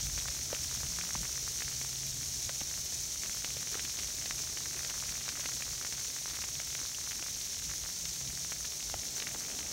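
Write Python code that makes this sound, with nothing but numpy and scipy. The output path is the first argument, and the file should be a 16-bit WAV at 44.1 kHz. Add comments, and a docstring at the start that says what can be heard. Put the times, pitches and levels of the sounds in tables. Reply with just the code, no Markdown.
"""A gravel drive and a lawn at night, under steady sleet.
Countless ice pellets merge into a bright sizzle. Nearer ones patter and tick, each a pressure swing
of a few cycles, and a few heavy drops pat dully on something soft close by. Eddies of light wind
rumble underneath, with a faint far drone of engines and tyres. The sound is mono."""
import sys
import numpy as np
from scipy import signal
from scipy.fft import rfft, irfft, next_fast_len
from scipy.io import wavfile

SR = 44100
rng = np.random.default_rng(int(sys.argv[2]) if len(sys.argv) > 2 else 0)


def store_pcm(level_fs):
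    """Save levels as 16-bit WAV."""
    pcm = np.round(np.clip(level_fs, -1, 1) * 32767).astype(np.int16)
    wavfile.write(sys.argv[1], SR, np.atleast_2d(pcm).T)


N = 428652


def from_db(db):
    """Decibels to gain."""
    return 10 ** (np.asarray(db) / 20)


def unit_rms(x):
    """Scale to rms 1."""
    return x / np.sqrt(np.mean(x ** 2) + 1e-20)


def curve(rows):
    """Interpolate (seconds, value) rows to one value a sample."""
    return np.interp(np.arange(N) / SR, *np.transpose(rows))


def drift(rate_hz):
    """Smooth random motion, rms about 1."""
    hop, warmup = 40, 2000
    pole = np.exp(-2 * np.pi * hop * rate_hz / SR)
    noise = rng.standard_normal(N // hop + warmup + 2)
    slow = signal.lfilter([1], [1, -2 * pole, pole * pole], noise)[warmup:]
    return np.interp(np.arange(N) / hop, np.arange(len(slow)), unit_rms(slow))


def coloured(x, spectrum, notches=()):
    """Shape x with a minimum-phase filter; rms 1."""
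    size = 2 * next_fast_len(N // 2 + 1)
    hz = np.maximum(np.fft.rfftfreq(size, 1 / SR), 1)
    points_hz, points_db = np.transpose(spectrum)
    db = np.interp(np.log(hz), np.log(points_hz), points_db)
    for centre_hz, width_hz, gain_db in notches:
        db += gain_db / (1 + (2 * (hz - centre_hz) / width_hz) ** 2)
    cepstrum = irfft(np.log(from_db(db)))
    response = np.exp(rfft(2 * cepstrum[:size // 2], size))
    return unit_rms(irfft(rfft(x, size) * response)[:N])


def impacts(rows):
    """Each impact is a pressure swing that swells and dies within a few cycles."""
    out, t = np.zeros(N), np.arange(SR // 20) / SR
    for start_s, db, hz, rise_cycles in rows:
        start = int(np.clip(start_s * SR, 0, N - 1))
        age = t * hz / max(rise_cycles, 0.1)
        envelope = age * np.exp(1 - np.minimum(age, 40))
        swing = -np.sin(2 * np.pi * hz * t) * envelope
        out[start:start + len(t)] += from_db(db) * swing[:N - start]
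    return out


def spatter(rows, decay_s, band_hz):
    """Fragments fly from each impact: a noise burst that dies in milliseconds."""
    kicks = np.zeros(N)
    for start_s, db in rows:
        kicks[int(np.clip(start_s * SR, 0, N - 1))] += from_db(db)
    envelope = signal.lfilter([1], [1, -np.exp(-1 / (decay_s * SR))], kicks + 1e-18)
    band = signal.butter(2, band_hz, "band", fs=SR, output="sos")
    return envelope * unit_rms(signal.sosfilt(band, rng.standard_normal(N)))


# Far engine notes. Each row: peak time in seconds, level in dB, pitch in Hz, fade in seconds.
ENGINE_SWELLS = [(0.1, -60, 131, 0.46), (1.05, -55.5, 168.8, 0.22), (1.95, -53.5, 130.5, 0.76),
                 (3.6, -66, 171, 0.63), (5.0, -59.5, 130.7, 1.5), (8.15, -57.5, 168.5, 0.55),
                 (8.25, -57, 132, 0.23), (9.3, -62, 133.6, 0.71)]

def engines(t, waver_hz=1.99, throb_db=1.1):
    """Far engines swell and fade, wavering in pitch and level on their way through the air."""
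    out = np.zeros(N)
    for peak_s, db, hz, fade_s in ENGINE_SWELLS:
        phase = 2 * np.pi * np.cumsum(hz + waver_hz * drift(4.9)) / SR
        note = unit_rms(np.sin(phase) * from_db(throb_db * drift(6.1)))
        out += from_db(db) * np.exp(-((t - peak_s) / fade_s) ** 2) * note
    return out


# Tyre noise spectrum. Each row: frequency in Hz, relative density in dB.
TYRE_SPECTRUM = [(88, -30.5), (150, -5), (220, -3.5), (310, -7.5), (405, -7), (520, -10), (660, -7.5),
                 (900, -13.5), (1300, -17), (1690, -19), (2860, -120)]
# Tyre noise over time. Each row: time in seconds, level in dB.
TYRE_LEVEL = [(0, -58.5), (1.8, -59), (4.7, -58), (6.5, -60.5), (8.7, -59.5), (9.2, -55.5), (9.72, -54)]

def tyres():
    """Tyres on a far road blend into a dull wash."""
    return from_db(curve(TYRE_LEVEL)) * coloured(rng.standard_normal(N), TYRE_SPECTRUM)


# Wind rumble spectrum. 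Each row: frequency in Hz, relative density in dB.
WIND_SPECTRUM = [(15, -42), (28, -21), (44, -1), (68, 1), (102, -6.5), (136, -4), (195, -16.5), (300, -23),
                 (420, -38), (660, -102)]
# Gusts. Each row: peak time in seconds, rise over the breeze in dB.
GUST_PEAKS = [(0.06, 9), (0.62, 7), (0.87, 3), (1.22, 10), (2.22, 9), (7.68, 11), (8.28, 10), (8.97, 5),
              (9.67, 8)]

def wind(t, breeze_db=-55.0, fresh_db=8.5, calming_s=1.63, lump_db=2.0, attack_s=0.037, release_s=0.03):
    """Eddies give a lumpy rumble that calms to a breeze; short gusts rise out of it."""
    gust_db = sum(db * np.exp(-np.maximum((peak_s - t) / attack_s, (t - peak_s) / release_s))
                  for peak_s, db in GUST_PEAKS)
    level_db = breeze_db + fresh_db * np.exp(-t / calming_s) + gust_db + lump_db * drift(7.7)
    return from_db(level_db) * coloured(rng.standard_normal(N), WIND_SPECTRUM)


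def pellet_grains(per_band_per_s, spread_db, flutter_db, bands=9):
    """Dense pellet clicks, most weak, a few strong; each pitch band has its own flurries."""
    out, edges_hz = np.zeros(N), np.geomspace(2200, 16500, bands + 1)
    for band_hz in zip(edges_hz, edges_hz[1:]):
        hits = np.flatnonzero(rng.random(N) < per_band_per_s / SR)
        hit_db = spread_db * np.minimum(rng.exponential(1, len(hits)), 4)
        clicks = np.zeros(N)
        clicks[hits] = from_db(hit_db) * rng.choice([-1, 1], len(hits))
        band = signal.butter(1, band_hz, "band", fs=SR, output="sos")
        out += signal.sosfilt(band, unit_rms(clicks) + 1e-18) * from_db(flutter_db * drift(40))
    return unit_rms(out)


# Tone of the sleet sizzle as picked up, with a bright microphone resonance near 6.1 kHz.
# Each row: frequency in Hz, relative gain in dB.
SIZZLE_SPECTRUM = [(530, -40), (900, -25), (1330, -20), (2150, -13), (2670, -16.5), (4400, -7), (4840, -7),
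                   (5590, 0), (6080, 1), (6530, 0), (7710, -9.5), (9450, -11.5), (10400, -15.5),
                   (15100, -18), (15600, -16)]
# Narrow dips in that tone. Each row: centre in Hz, width in Hz, gain in dB.
SIZZLE_NOTCHES = [(4950, 180, -4), (10310, 900, -3)]

def sizzle(t, start_db=-37.5, thinning_db_per_s=0.195, flurry_db=0.73, hiss_db=-1.5, grain_db=-3.5):
    """Far pellets blur into hiss, closer ones stay grains; the fall flurries and slowly thins."""
    grains = from_db(grain_db) * pellet_grains(per_band_per_s=1000, spread_db=3.5, flutter_db=0.97)
    hiss = from_db(hiss_db) * rng.standard_normal(N)
    level_db = start_db - thinning_db_per_s * t + flurry_db * drift(38)
    return from_db(level_db) * coloured(hiss + grains, SIZZLE_SPECTRUM, SIZZLE_NOTCHES)


def patter(per_s, level_db, spread_db, centre_hz, spread_octaves, rise_cycles, bunch_db):
    """Pellets hit one surface in loose bunches: ticks of varied size and pitch."""
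    landed = np.cumsum(per_s * from_db(bunch_db * drift(6))) / SR
    jitter, size, pitch, ring = rng.uniform(-1, 1, (3000, 4)).T
    # A pellet lands when the running count reaches its turn.
    turn = np.arange(len(jitter)) + 2 * jitter
    start_s = np.interp(turn, landed, np.arange(N) / SR, left=-1, right=-1)
    db = level_db + spread_db * size
    hz = centre_hz * 2 ** (spread_octaves * pitch)
    cycles = rise_cycles * 2 ** (0.65 * ring)
    return impacts(np.transpose([start_s, db, hz, cycles])[start_s >= 0])


# Flurries a few steps away. Each row: time in seconds, base rate in pellets per second.
FALL_RATE = [(0, 72), (1.3, 63.2), (2.1, 19.8), (2.9, 26.5), (3.7, 73.8), (5.6, 108.3), (7.4, 52),
             (8.8, 49.8), (9.3, 83)]

def ground_patter(close_share=0.15, gravel_share=0.6, mud_share=0.25):
    """One rate of fall drives the patter on every surface."""
    per_s = curve(FALL_RATE)
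    underfoot = patter(close_share * per_s, level_db=-32.5, spread_db=3.0,
                       centre_hz=2220, spread_octaves=0.34, rise_cycles=0.32, bunch_db=4.5)
    lawn = patter(per_s, level_db=-42.5, spread_db=11.0,
                  centre_hz=2110, spread_octaves=0.74, rise_cycles=0.32, bunch_db=3.5)
    gravel = patter(gravel_share * per_s, level_db=-34.0, spread_db=8.5,
                    centre_hz=4970, spread_octaves=0.5, rise_cycles=0.46, bunch_db=3)
    mud = patter(mud_share * per_s, level_db=-52.5, spread_db=5.5,
                 centre_hz=393, spread_octaves=0.73, rise_cycles=0.56, bunch_db=1.5)
    return underfoot + lawn + gravel + mud


# Heavy drops on something soft. Each row: start in seconds, pat level before trim in dB,
# pat pitch in Hz, splat level in dB, thud level in dB, thud pitch in Hz.
DROP_HITS = [(0.529, -25, 546, -36, -38, 120), (1.152, -27, 990, -47, -35.5, 183),
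             (2.4933, -30.5, 620, -34.5, -53, 170), (2.6128, -43, 820, -40.5, -37.5, 242),
             (3.5664, -36, 554, -48, -46, 160), (3.7529, -35, 422, -39, -53, 170),
             (8.9409, -29, 770, -36.5, -38, 75), (9.3478, -38, 714, -42, -40, 291)]

def heavy_drops(pat_trim_db=-2.0, snap_over_splat_db=10.0, snap_hz=3200, thud_delay_s=0.00396):
    """A snap of ice, a wet splat, a hollow pat, then a low thud as the surface gives."""
    splats, snaps, pats, thuds = [], [], [], []
    for start_s, pat_db, pat_hz, splat_db, thud_db, thud_hz in DROP_HITS:
        splats.append((start_s, splat_db))
        snaps.append((start_s, splat_db + snap_over_splat_db, snap_hz, 0.3))
        pats.append((start_s, pat_db + pat_trim_db, pat_hz, 0.69))
        thuds.append((start_s + thud_delay_s, thud_db, thud_hz, 0.38))
    return spatter(splats, decay_s=0.0041, band_hz=(460, 2300)) + impacts(snaps + pats + thuds)


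# The hardest, nearest pellets. Each row: start in seconds, level in dB, pitch in Hz, rise in cycles.
PELLET_HITS = [(0.1778, -26, 1820, 0.31), (0.1864, -27.5, 3260, 0.15), (0.2841, -26, 1820, 0.31),
               (0.548, -25, 2580, 0.36), (0.8328, -29.5, 1290, 0.26), (0.9872, -28.5, 1440, 0.39),
               (1.0119, -25, 2280, 0.39), (1.107, -29.5, 1690, 0.41), (1.6213, -25.4, 2030, 0.34),
               (1.8143, -25, 2580, 0.18), (2.6065, -27.5, 3260, 0.31), (3.2351, -28.5, 1830, 0.4),
               (3.4462, -22.5, 2500, 0.27), (3.744, -28.5, 1540, 0.48), (3.7949, -24, 2290, 0.35),
               (3.989, -25, 2290, 0.27), (3.9963, -28, 6000, 1.2), (4.2585, -20.5, 3260, 0.16),
               (4.3095, -21.5, 1860, 0.36), (4.5725, -26, 2020, 0.33), (4.8485, -24.5, 4500, 0.82),
               (4.8985, -26, 2580, 0.18), (5.0922, -30, 2260, 0.55), (5.2805, -30, 1330, 0.38),
               (5.2897, -21, 5260, 0.72), (5.458, -20.5, 2580, 0.17), (5.6226, -26, 2290, 0.48),
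               (5.849, -26, 1600, 0.36), (5.925, -25.5, 2580, 0.31), (6.258, -28, 1500, 0.3),
               (6.4408, -26, 2290, 0.2), (6.6002, -27, 1830, 0.36), (6.7516, -27.5, 2076, 0.32),
               (6.9475, -32.5, 2960, 1.6), (7.1106, -30, 1820, 0.35), (7.1183, -28.5, 2040, 0.45),
               (7.226, -26.5, 2580, 0.22), (8.054, -24, 6100, 1.1), (8.5212, -27, 1620, 0.3),
               (9.2006, -24.7, 2900, 0.35), (9.2235, -25, 2290, 0.39), (9.2698, -27.5, 2030, 0.92),
               (9.3457, -32, 1820, 0.16), (9.5902, -27, 2580, 0.24)]

def near_pellets(push_gain_db=-20.5, push_hz=800, shatter_gain_db=-13.5):
    """Each lands with a dry snap, a soft push on the ground and a trace of shattering ice."""
    pushes = [(start_s, db + push_gain_db, push_hz, 0.25) for start_s, db, _, _ in PELLET_HITS]
    shards = [(start_s, db + shatter_gain_db) for start_s, db, _, _ in PELLET_HITS]
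    shatter = spatter(shards, decay_s=0.0052, band_hz=(1490, 5500))
    return impacts(PELLET_HITS) + impacts(pushes) + shatter


def scene():
    """Open air without echo, alike in both channels."""
    t = np.arange(N) / SR
    sleet = ground_patter() + sizzle(t) + near_pellets() + heavy_drops()
    background = wind(t) + engines(t) + tyres()
    return np.tile(sleet + background, (2, 1))


def record(dry, cutoff_hz=15750):
    """Steep low-pass."""
    return signal.sosfilt(signal.ellip(12, 0.1, 80, cutoff_hz, fs=SR, output="sos"), dry)


dry = scene()
out = record(dry)
store_pcm(out)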